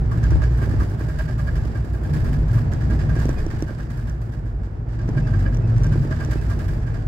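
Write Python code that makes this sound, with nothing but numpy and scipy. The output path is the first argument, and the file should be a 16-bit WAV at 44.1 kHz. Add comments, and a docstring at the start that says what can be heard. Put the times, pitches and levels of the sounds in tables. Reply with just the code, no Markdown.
"""Coach cabin from a front seat

Stereo microphone in a front seat as a coach cruises along a main road, the diesel low at the far rear.
Engine and body notes are wavering sines; tyres, vents and body resonances are shaped noise.
Loose trim rocks about ten times a second, some swings harder than others: every swing rustles
in grains of noise and rubs with a fluttering squeak. Knocks and ticks are struck modes that die away;
now and then a rubber seal chirps, an unsteady tone with its octave."""
import sys
import numpy as np
from scipy import signal
from scipy.fft import rfft, irfft, next_fast_len
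from scipy.io import wavfile
from scipy.ndimage import uniform_filter1d

SR = 44100
rng = np.random.default_rng(int(sys.argv[2]) if len(sys.argv) > 2 else 0)


def file_out(sig):
    """Save sig as 16-bit WAV at sys.argv[1]."""
    # one column per channel
    cols = np.atleast_2d(sig).T
    # limit, then scale
    lim = np.clip(cols, -1, 1)
    pcm = np.round(lim * 32767).astype(np.int16)
    wavfile.write(sys.argv[1], SR, pcm)


N = 311787
TIME = np.arange(N) / SR


def from_db(db):
    """Decibels to gain."""
    return 10 ** (np.asarray(db) / 20)


def rms_one(x):
    """Scale to unit power."""
    return x / np.sqrt(np.mean(x ** 2) + 1e-20)


def in_time(rows):
    """Each column of a curve at every sample."""
    seconds, *columns = np.transpose(rows)
    return [np.interp(TIME, seconds, column) for column in columns]


def at_hz(points, hz):
    """Read a spectrum on a log-frequency axis."""
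    point_hz, value = np.transpose(points)
    return np.interp(np.log(hz + 1), np.log(point_hz), value)


def pan(left_db):
    """Gains of the two channels; left_db is left minus right, so negative leans right."""
    return from_db(np.array([[left_db], [-left_db]]) / 2)


def drift(rate):
    """Random wander with spread 1, heading for a new value rate times a second."""
    return rms_one(np.interp(TIME * rate, np.arange(16384), rng.standard_normal(16384)))


# Likeness of the two channels in the cabin.
# Each row: frequency in Hz, likeness from -1 (opposed) to 1 (the same).
CHANNEL_LIKENESS = [(60, 0.97), (140, 0.98), (220, 0.87), (330, 0.51), (500, 0.27), (770, 0.47),
                    (1170, -0.24), (1800, -0.28), (2700, 0.11), (6000, 0.00051)]
# Balance of the cabin noise. Each row: frequency in Hz, left minus right in dB.
CHANNEL_BALANCE = [(250, 0), (330, -1), (500, 1), (1100, -1.5), (1750, -9), (2300, 5), (2800, 2), (4000, 0),
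                   (5000, -2.5), (7000, -0.5), (10000, 2), (14000, -1.5)]


def cabin_noise(spectrum=None):
    """Stereo noise, nearly alike in both channels in the bass and diffuse in the treble."""
    size = next_fast_len(N)
    hz = np.arange(size // 2 + 1) * SR / size
    mid, side = rfft(rng.standard_normal((2, size)))
    alike = np.clip(at_hz(CHANNEL_LIKENESS, hz), -1, 1)
    ears = np.array([[1], [-1]])
    both = np.sqrt(1 + alike) * mid + np.sqrt(1 - alike) * side * ears
    both = both * from_db(ears * at_hz(CHANNEL_BALANCE, hz) / 2)
    colour = 1 if spectrum is None else from_db(at_hz(spectrum, hz))
    return rms_one(irfft(both * colour, size)[:, :N])


def even_out(sound, even_s):
    """Divide by the running level of both channels together, taken over even_s."""
    power = uniform_filter1d(np.mean(sound ** 2, axis=0), int(even_s * SR) + 1)
    return sound / np.sqrt(power + 1e-20)


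def resonate(modes, even_s):
    """Steep resonances driven by noise, their joint level evened over even_s."""
    out, drives = 0, (cabin_noise(), cabin_noise())
    reach = 1.167  # the outer band spans hz / reach to hz * reach
    for k, (hz, width, db) in enumerate(modes):
        band = signal.butter(1, [hz - width / 2, hz + width / 2], "band", fs=SR, output="sos")
        skirt = signal.butter(1, [hz / reach, hz * reach], "band", fs=SR, output="sos")
        out = out + from_db(db) * signal.sosfilt(np.vstack([band, skirt]), drives[k % 2])
    return even_out(out, even_s)


def droning(modes, even_s, steady, wander_hz):
    """Resonances with a share of clean, slowly wandering note on the first mode."""
    note_hz = modes[0][0] + wander_hz * drift(3)
    note = np.sqrt(2) * np.sin(2 * np.pi * (np.cumsum(note_hz) / SR + rng.random()))
    out = np.sqrt(steady) * note + np.sqrt(1 - steady) * resonate(modes, even_s)
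    return even_out(out, even_s)


# Low orders of the diesel. Each row: multiple of the firing rate, relative level in dB.
ENGINE_ORDERS = [(2, -35), (2.5, -34), (3, -43.5), (3.5, -42.5), (5, -51.5), (7, -57)]
# Pace of the diesel. Each row: time in seconds, firing rate in Hz before its small jitter.
FIRING_RATE = [(0, 46.84), (2.8, 47.27), (4.6, 46.59), (7.07, 45.11)]
# Drone at the firing rate. Each row: time in seconds, relative level in dB.
DRONE_LEVEL = [(0.0, -26), (0.36, -30), (0.88, -31), (1.84, -34), (2.4, -28), (2.88, -27.5), (3.08, -37),
               (3.77, -30.5), (4.93, -30), (5.13, -21), (6.73, -31.5), (7.07, -29.5)]


def engine(level_db, drone_gain_db, waver_db, jitter):
    """Low orders of the diesel at an easing cruise, wavering as the body flexes."""
    firing_hz = in_time(FIRING_RATE)[0] * (1 + jitter * drift(6))
    turn = 2 * np.pi * np.cumsum(firing_hz) / SR
    orders = np.zeros(N)
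    for k, db in ENGINE_ORDERS:
        phase = 2 * np.pi * rng.random()
        orders += from_db(db + waver_db * drift(6.5)) * np.sin(k * turn + phase)
    drone_db = in_time(DRONE_LEVEL)[0] + drone_gain_db + waver_db * drift(7)
    return np.sqrt(2) * (from_db(level_db) * orders + from_db(drone_db) * np.sin(turn))


# The road surface. Each row: time in seconds, wheel shudder in dB, relative tyre roar in dB.
SURFACE = [(0, -56, -37.5), (.7, -37, -35), (1.2, -42, -40), (2, -53, -37.5), (2.2, -28, -35.5),
           (2.5, -37, -36), (3.1, -35, -36), (3.35, -24.5, -35.5), (3.55, -27, -38), (3.8, -51, -42),
           (4.8, -46, -43), (5, -39, -41), (5.15, -32, -36), (5.5, -42, -36.5), (5.85, -32, -36),
           (6.35, -40, -37.5), (7.07, -36, -39)]
# Wheels on their springs, then the body and its large, middle and small panels.
# Each row: resonance in Hz, width in Hz, relative level in dB.
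SHUDDER_MODES = [(25.2, 7.2, 0)]
BODY_MODES = [(58.9, 6.1, 1), (66.2, 6.3, -14)]
LARGE_PANELS = [(95.76, 7.7, 0)]
MIDDLE_PANELS = [(114.86, 6.9, 0)]
SMALL_PANELS = [(135.9, 11, 1), (148.7, 11.7, 0), (237, 32, -14.5)]
# How hard the road drives the body and each set of panels.
# Each row: time in seconds, relative level in dB.
BOOM = [(0.0, -22.5), (0.16, -28), (0.32, -16), (0.68, -20.5), (0.8, -19.5), (0.88, -29), (1.28, -27),
        (2.24, -23), (2.68, -28), (3.04, -19.5), (3.36, -23), (3.48, -32), (4.69, -30.5), (6.05, -31.5),
        (6.25, -25.5), (6.69, -30.5), (7.07, -40)]
LARGE_DRUMMING = [(0.0, -28), (0.4, -24.5), (0.52, -31), (0.72, -24), (1.24, -32.5), (2.12, -29.5),
                  (2.48, -24.5), (2.96, -25), (3.81, -37.5), (5.17, -33), (5.33, -21.5), (6.05, -27.5),
                  (7.07, -29)]
MIDDLE_DRUMMING = [(0.0, -29.5), (0.36, -22), (0.96, -31), (2.04, -32), (2.28, -27), (2.4, -44),
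                   (2.56, -16.5), (2.68, -28.5), (3.16, -23.5), (3.36, -36), (4.21, -32), (4.69, -37.5),
                   (5.13, -28), (5.41, -26.5), (5.77, -16), (6.17, -37), (7.07, -29)]
SMALL_DRUMMING = [(0.0, -26.5), (0.838, -32), (0.92, -34.5), (1.32, -28.5), (1.96, -35), (2.16, -26.5),
                  (3.28, -26.5), (3.4, -35), (5.01, -37), (5.17, -23), (5.37, -28.5), (6.13, -26.5),
                  (6.49, -31), (7.07, -31.5)]
# Spectrum of the tread's roar. Each row: frequency in Hz, relative density in dB per Hz.
TYRES = [(30, 0), (120, 7), (160, 0.5), (176, 3.5), (235, 6), (272, -2.5), (320, 3.5), (395, -2.5),
         (435, -1.5), (510, -6.5), (630, -6.5), (900, -13.5), (1300, -17.5), (2200, -26), (3200, -37),
         (14000, -56)]


def road(boom_gain_db, drum_gain_db, roar_gain_db, flutter_db, surge_db):
    """The road drives wheels, body and panels, each swelling in its own time; the tread roars above."""
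    shudder_db, roar_db = in_time(SURFACE)
    shudder = from_db(shudder_db) * resonate(SHUDDER_MODES, even_s=0.18)
    boom_db = in_time(BOOM)[0] + boom_gain_db + surge_db * drift(11.0)
    boom = from_db(boom_db) * droning(BODY_MODES, even_s=0.11, steady=0.39, wander_hz=1.46)
    panels = (
        (droning(LARGE_PANELS, even_s=0.073, steady=0.36, wander_hz=1.8), LARGE_DRUMMING),
        (droning(MIDDLE_PANELS, even_s=0.09, steady=0.58, wander_hz=1.627), MIDDLE_DRUMMING),
        (resonate(SMALL_PANELS, even_s=0.078), SMALL_DRUMMING))
    drum = 0
    for sound, curve in panels:
        drum = drum + from_db(in_time(curve)[0] + drum_gain_db + surge_db * drift(14)) * sound
    roar = from_db(roar_db + roar_gain_db + flutter_db * drift(40)) * cabin_noise(TYRES)
    return (shudder + boom + roar) * pan(-1.0) + drum


# Spectrum of the ventilation. Each row: frequency in Hz, relative density in dB per Hz.
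VENTS = [(300, 9), (900, 9.5), (1250, 5.5), (1500, 8.5), (1800, 3), (2200, -16.5), (2900, -26.5),
         (5000, -24), (12000, -43)]


def ventilation(level_db):
    """Steady hiss of moving air, well over to the right."""
    return from_db(level_db) * cabin_noise(VENTS) * pan(-9.0)


def slides(strokes, rise_s, stall_db, bite_db):
    """Each swing takes hold, slides and stalls ever faster, until the next takes over."""
    swing_s = 0.11  # age at which the swing has lost stall_db
    envelope = np.zeros(N)
    for s, db in strokes:
        span = slice(int(s * SR), int(s * SR) + SR // 3)
        age = np.maximum(TIME[span] - s, 0)
        bite = bite_db * np.exp(-age / 0.012)  # the first grip is the hardest
        slide_db = db + bite - stall_db * (age / swing_s) ** 2
        slide = from_db(slide_db) * (1 - np.exp(-age / rise_s))
        envelope[span] = np.maximum(envelope[span], slide)
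    return envelope


# Swings of the loose trim, shared by its rustle, rubs and light contacts.
# Each row: start in seconds, then relative levels in dB of the rustle, its crisp top and the squeak.
SWINGS = [(0.111, -46.5, -48.5, -44), (0.228, -44.5, -52.5, -41.5), (0.304, -45.5, -50.5, -43),
          (0.418, -44, -54, -37.5), (0.516, -50, -54, -51), (0.572, -49, -49, -49.5),
          (0.615, -46, -47.5, -41), (0.692, -46.5, -49, -47), (0.796, -43.5, -45, -47),
          (0.895, -49, -49.5, -53), (0.992, -48.0, -49, -41), (1.081, -48.0, -49, -44.5),
          (1.185, -44.0, -45.5, -37.0), (1.276, -47.5, -51.0, -41.5), (1.378, -47, -47.5, -44.5),
          (1.465, -49.5, -51.5, -38.5), (1.553, -45, -49.0, -43.5), (1.648, -48, -52.0, -48.5),
          (1.746, -49.5, -52.0, -41.0), (1.845, -50.5, -52.0, -51.5), (1.932, -52.5, -51.5, -48.5),
          (2.034, -49, -48.5, -46.5), (2.133, -43.5, -45, -46.5), (2.243, -46.0, -47, -46),
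          (2.329, -46.5, -49.5, -47.5), (2.478, -49, -53.0, -45), (2.53, -45.0, -44.5, -47.0),
          (2.563, -47.5, -49, -47), (2.716, -48, -53, -50.5), (2.805, -47.5, -54, -46.5),
          (2.9, -46.5, -50.5, -39.5), (2.988, -44.5, -52.5, -44.0), (3.089, -47.5, -54, -39.5),
          (3.15, -47, -51, -42.0), (3.187, -41.5, -43.5, -41), (3.281, -45, -47, -42.0),
          (3.378, -46, -49, -47), (3.5, -45, -52, -48), (3.585, -49.5, -52, -54.5),
          (3.675, -49.5, -52, -43.0), (3.784, -49.0, -54.0, -47), (3.899, -50.5, -51, -52),
          (3.972, -50.0, -51, -48.5), (4.07, -52, -55.0, -47.5), (4.215, -54.5, -54.5, -63.5),
          (4.32, -53, -56.5, -60), (4.454, -59, -61, -57.5), (4.63, -56.5, -63, -64),
          (4.705, -63, -75.0, -69), (4.885, -57, -65.5, -65.5), (4.925, -54.5, -62, -61),
          (4.986, -52.5, -64, -44.5), (5.075, -52, -60.0, -58.5), (5.166, -49, -56.5, -39.5),
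          (5.268, -48.5, -57, -40.5), (5.333, -50.5, -58, -39.5), (5.388, -46.5, -52, -57.5),
          (5.451, -52.5, -61, -40), (5.525, -51.5, -60, -51), (5.67, -50.5, -60.0, -52.5),
          (5.76, -48.5, -56, -68), (5.837, -48, -54, -42), (5.919, -44.5, -49.5, -41),
          (6.015, -47.5, -50, -49.5), (6.107, -43.5, -50, -35.0), (6.2, -44.5, -49.0, -37.5),
          (6.307, -41.5, -44.5, -40.0), (6.411, -47, -49, -52.5), (6.497, -45.5, -47.5, -40.5),
          (6.59, -46.0, -47.5, -45.5), (6.68, -45.5, -46.5, -51), (6.775, -51.5, -56.5, -63),
          (6.862, -51, -56.5, -44), (6.94, -49, -55, -47.5)]
# Spectrum of the rustle. Each row: frequency in Hz, relative density in dB per Hz.
RUSTLE = [(400, -3), (900, 12), (1380, 12.5), (1700, 16.5), (1950, 10), (2400, 4), (3100, 0.5), (4300, -1),
          (4900, 1.5), (6100, -4.5), (7500, -2.5), (9200, -6.5), (15500, -9.5)]
# Narrow peaks in the rustle's spectrum. 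Each row: centre in Hz, width in Hz, relative level in dB.
RUSTLE_PEAKS = [(2936, 31, -4), (4760, 120, -6.5), (7300, 110, -6.5)]


def rustle(swings, level_db, grain_db, grit_db, split_hz, rest_db):
    """Gritty grains of sliding trim with narrow peaks; both parts start sharply, the top slightly faster."""
    grains = cabin_noise(RUSTLE) * from_db(grain_db * drift(160) + grit_db * drift(1300))
    peaks = 0
    for hz, width, db in RUSTLE_PEAKS:
        b, a = signal.iirpeak(hz, hz / width, fs=SR)
        peaks = peaks + from_db(db) * signal.lfilter(b, a, grains)
    grains = grains + peaks
    dull = signal.sosfilt(signal.butter(5, split_hz, "low", fs=SR, output="sos"), grains)
    top = signal.sosfilt(signal.butter(5, split_hz, "high", fs=SR, output="sos"), grains)
    # a fainter rustle carries on between the swings
    resting = from_db(np.interp(TIME, swings[:, 0], swings[:, 1]) + rest_db)
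    sliding = slides(swings[:, [0, 1]], rise_s=0.002, stall_db=12.0, bite_db=4.0)
    dull = dull * np.hypot(sliding, resting)
    top = top * slides(swings[:, [0, 2]], rise_s=0.0007, stall_db=10.5, bite_db=5.5)
    return from_db(level_db) * (dull + top) * pan(-1.8)


def swell(s, swell_s, fade_s):
    """A brief rise and fall of pressure around a moment: its samples and its envelope."""
    near = slice(max(int(s * SR) - SR // 8, 0), int(s * SR) + SR // 8)
    age = TIME[near] - s
    return near, 1 / np.cosh(age / np.where(age < 0, swell_s, fade_s)) ** 2


# Resonances that ring with the squeak, then those of the broader rasp.
# Each row: resonance in Hz, width in Hz, relative level in dB.
SQUEAK_MODES = [(1596, 57, -2), (1710, 120, -4.5), (622, 45, 0.5), (1405, 59, -9), (2320, 110, -12.5),
                (2950, 49, -16.5), (4775, 150, -19.5)]
RASP_MODES = [(1194, 45, 10), (1104, 130, 4.5), (1364, 41, 1.5), (1690, 60, -11), (780, 1500, -8)]
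# A few swings catch and scrape harshly. Each row: time in seconds, relative level in dB.
SCRAPES = [(.122, -30.5), (.32, -39), (.625, -36), (.812, -27.5), (1.397, -35.5), (2.578, -34.5),
           (6.512, -37)]


def rubs(swings, note_db, panel_db, squeak_gain_db, rasp_gain_db, scrape_gain_db,
         swell_s, fade_s, wobble, flutter_db):
    """Stick and slip: a fluttering squeak, higher when light, over a panel's low note and a rasp."""
    squeak_hz, full_db, rise_hz_per_db = 1608, -35, 2.5  # the note at full_db, and its rise below that
    panel_hz, rub_lag_s = 626, 0.017  # the rub peaks this long after its swing starts
    detune = 0.00693 * rng.standard_normal(size=128)  # share of the pitch, from rub to rub
    unsteady = 1 + wobble * drift(120)
    flutter = rms_one(from_db(flutter_db * drift(110)))
    note, low_note, squeak = np.zeros((3, N))
    for (s, _, _, db), off in zip(swings, detune):
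        near, stroke = swell(s + rub_lag_s, swell_s, fade_s)
        turn = 2 * np.pi * np.cumsum(unsteady[near] + off) / SR  # phase per Hz of pitch
        note_hz = squeak_hz + rise_hz_per_db * (full_db - db)
        note[near] += from_db(db + note_db) * stroke * np.sin(note_hz * turn)
        low_note[near] += from_db(db + panel_db) * stroke * np.sin(panel_hz * turn)
        squeak[near] += from_db(db) * stroke
    rasp = from_db(rasp_gain_db) * squeak
    for s, db in SCRAPES:
        near, stroke = swell(s, swell_s, fade_s)
        rasp[near] += from_db(db + scrape_gain_db) * stroke
    ringing = from_db(squeak_gain_db) * squeak * resonate(SQUEAK_MODES, even_s=0.03) * pan(-1.7)
    rasping = rasp * resonate(RASP_MODES, even_s=0.022) * pan(-1.3)
    return flutter * (note * pan(-8.5) + ringing) + low_note + rasping


def chatter(swings, above_db, scatter_db, within_s):
    """A light contact somewhere in each swing, its strength left to chance: rows of seconds, dB."""
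    chance = rng.random(size=(128, 2))
    contacts_made = []
    for (s, db, *_), (late, hard) in zip(swings, chance):
        moment = min(s + within_s * late, TIME[-1])
        contacts_made.append((moment, db + above_db + scatter_db * (2 * hard - 1)))
    return contacts_made


def strike(events, modes, scatter_db):
    """Every blow rings each decaying mode with a strength of its own."""
    s, blow_db = np.transpose(events)
    chance, out = rng.standard_normal((len(s), len(modes))), np.zeros(N)
    for k, (hz, db, t60) in enumerate(modes):
        clicks = np.full(N, 1e-18)
        clicks[(s * SR).astype(int)] = from_db(blow_db + db + scatter_db * chance[:, k])
        r, w = from_db(-60 / (t60 * SR)), 2 * np.pi * hz / SR  # decay and turn per sample
        out += signal.lfilter([0, np.sin(w)], [1, -2 * r * np.cos(w), r * r], clicks)
    return out


# Hard knocks of a loose fitting, then sharp plastic ticks.
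# Each row: time in seconds, relative level in dB.
KNOCKS = [(.32, -24), (.357, -28), (.626, -27), (.676, -30), (.739, -23.5), (.819, -26.5), (.919, -29),
          (1.01, -26), (1.087, -32), (1.14, -34), (1.655, -30), (1.70, -31), (1.844, -28.5), (1.942, -30),
          (3.165, -24), (3.255, -19.5), (3.292, -19.5), (3.465, -22.5), (3.537, -29.5), (3.624, -19),
          (3.709, -27), (4.673, -33), (5.09, -21), (5.173, -25), (5.865, -28.5), (5.957, -25.5),
          (6.051, -27.5), (6.112, -26), (6.287, -25), (6.357, -23.5)]
TICKS = [(.24, -41), (.3067, -43), (2.7357, -40), (3.1654, -46), (3.2554, -41.5), (3.2925, -39.5),
         (3.465, -44), (3.6239, -37), (4.0969, -46), (5.0905, -45), (5.5466, -43.5), (5.5713, -43.5),
         (5.7825, -47), (5.8351, -40), (5.8437, -41), (5.868, -44), (6.249, -40)]
# Modes of the knocks and of the ticks.
# Each row: frequency in Hz, relative level in dB, time to fall 60 dB in seconds.
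KNOCK_MODES = [(248, -2.5, 0.012), (319, 3, 0.048), (389, 0, 0.019), (527, -9, 0.016)]
TICK_MODES = [(1750, -10, 0.0049), (3480, 3, 0.0016), (5840, 4.5, 0.0067), (7340, 0, 0.0029),
              (11800, -14.5, .001)]


def contacts(swings, knock_db, tick_db, lag_s, padding_hz):
    """Padding dulls the knocks; the sharp ticks reach the left ear first."""
    light_knocks = chatter(swings, above_db=9.0, scatter_db=4.5, within_s=0.06)
    light_ticks = chatter(swings, above_db=-5.5, scatter_db=1.5, within_s=0.03)
    knocks = from_db(knock_db) * strike(list(KNOCKS) + light_knocks, KNOCK_MODES, scatter_db=1.0)
    knocks = signal.sosfilt(signal.butter(2, padding_hz, fs=SR, output="sos"), knocks)
    ticks = from_db(tick_db) * strike(list(TICKS) + light_ticks, TICK_MODES, scatter_db=0.5)
    late_ticks = np.interp(TIME - lag_s, TIME, ticks)
    return knocks * pan(-4.0) + np.array([ticks, late_ticks]) * pan(-1.0)


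# Thin chirps of a rubber seal. Each row: time in seconds, mean pitch in Hz, relative level in dB.
CHIRPS = [(3.385, 2530, -45.5), (5.251, 2600, -51), (5.648, 2570, -53), (6.39, 2570, -50)]


def chirps(level_db, length_s, wobble, octave_db):
    """A seal slips briefly: an unsteady tone with its octave."""
    out, unsteady = np.zeros(N), 1 + wobble * drift(230)
    for s, hz, db in CHIRPS:
        near = slice(int(s * SR) - SR // 8, int(s * SR) + SR // 8)
        turn = 2 * np.pi * np.cumsum(hz * unsteady[near]) / SR
        envelope = from_db(db + level_db) * np.exp(-((TIME[near] - s) / length_s) ** 2)
        out[near] += envelope * (np.sin(turn) + from_db(octave_db) * np.sin(2 * turn))
    return out * pan(2.5)


def scene():
    """Engine, road and ventilation fill the cabin; the trim chatters on top."""
    drone = engine(level_db=-5.0, drone_gain_db=-1.5, waver_db=4.5, jitter=0.0063)
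    rumble = road(boom_gain_db=1.37, drum_gain_db=0.34, roar_gain_db=4.5, flutter_db=1.0, surge_db=2.0)
    vents = ventilation(level_db=-58.0)
    swings = np.array(SWINGS)
    trim = rustle(swings, level_db=2.0, grain_db=1.5, grit_db=1.5, split_hz=7870, rest_db=-6.5)
    squeaks = rubs(swings, note_db=0.9, panel_db=-3.5, squeak_gain_db=-0.5, rasp_gain_db=-4.5,
                   scrape_gain_db=-8.0, swell_s=0.014, fade_s=0.018, wobble=0.0096, flutter_db=3.5)
    blows = contacts(swings, knock_db=-0.5, tick_db=5.5, lag_s=0.000434, padding_hz=810)
    seal = chirps(level_db=-2.5, length_s=0.023, wobble=0.021, octave_db=-10.0)
    return drone + rumble + vents + trim + squeaks + blows + seal


def record(dry):
    """The microphone drops the deepest bass; the top is cut steeply at 15750 Hz."""
    thin = signal.sosfilt(signal.butter(2, 17, "high", fs=SR, output="sos"), dry)
    return signal.sosfilt(signal.ellip(10, 0.2, 80, 15750, fs=SR, output="sos"), thin)


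dry = scene()
out = record(dry)
file_out(out)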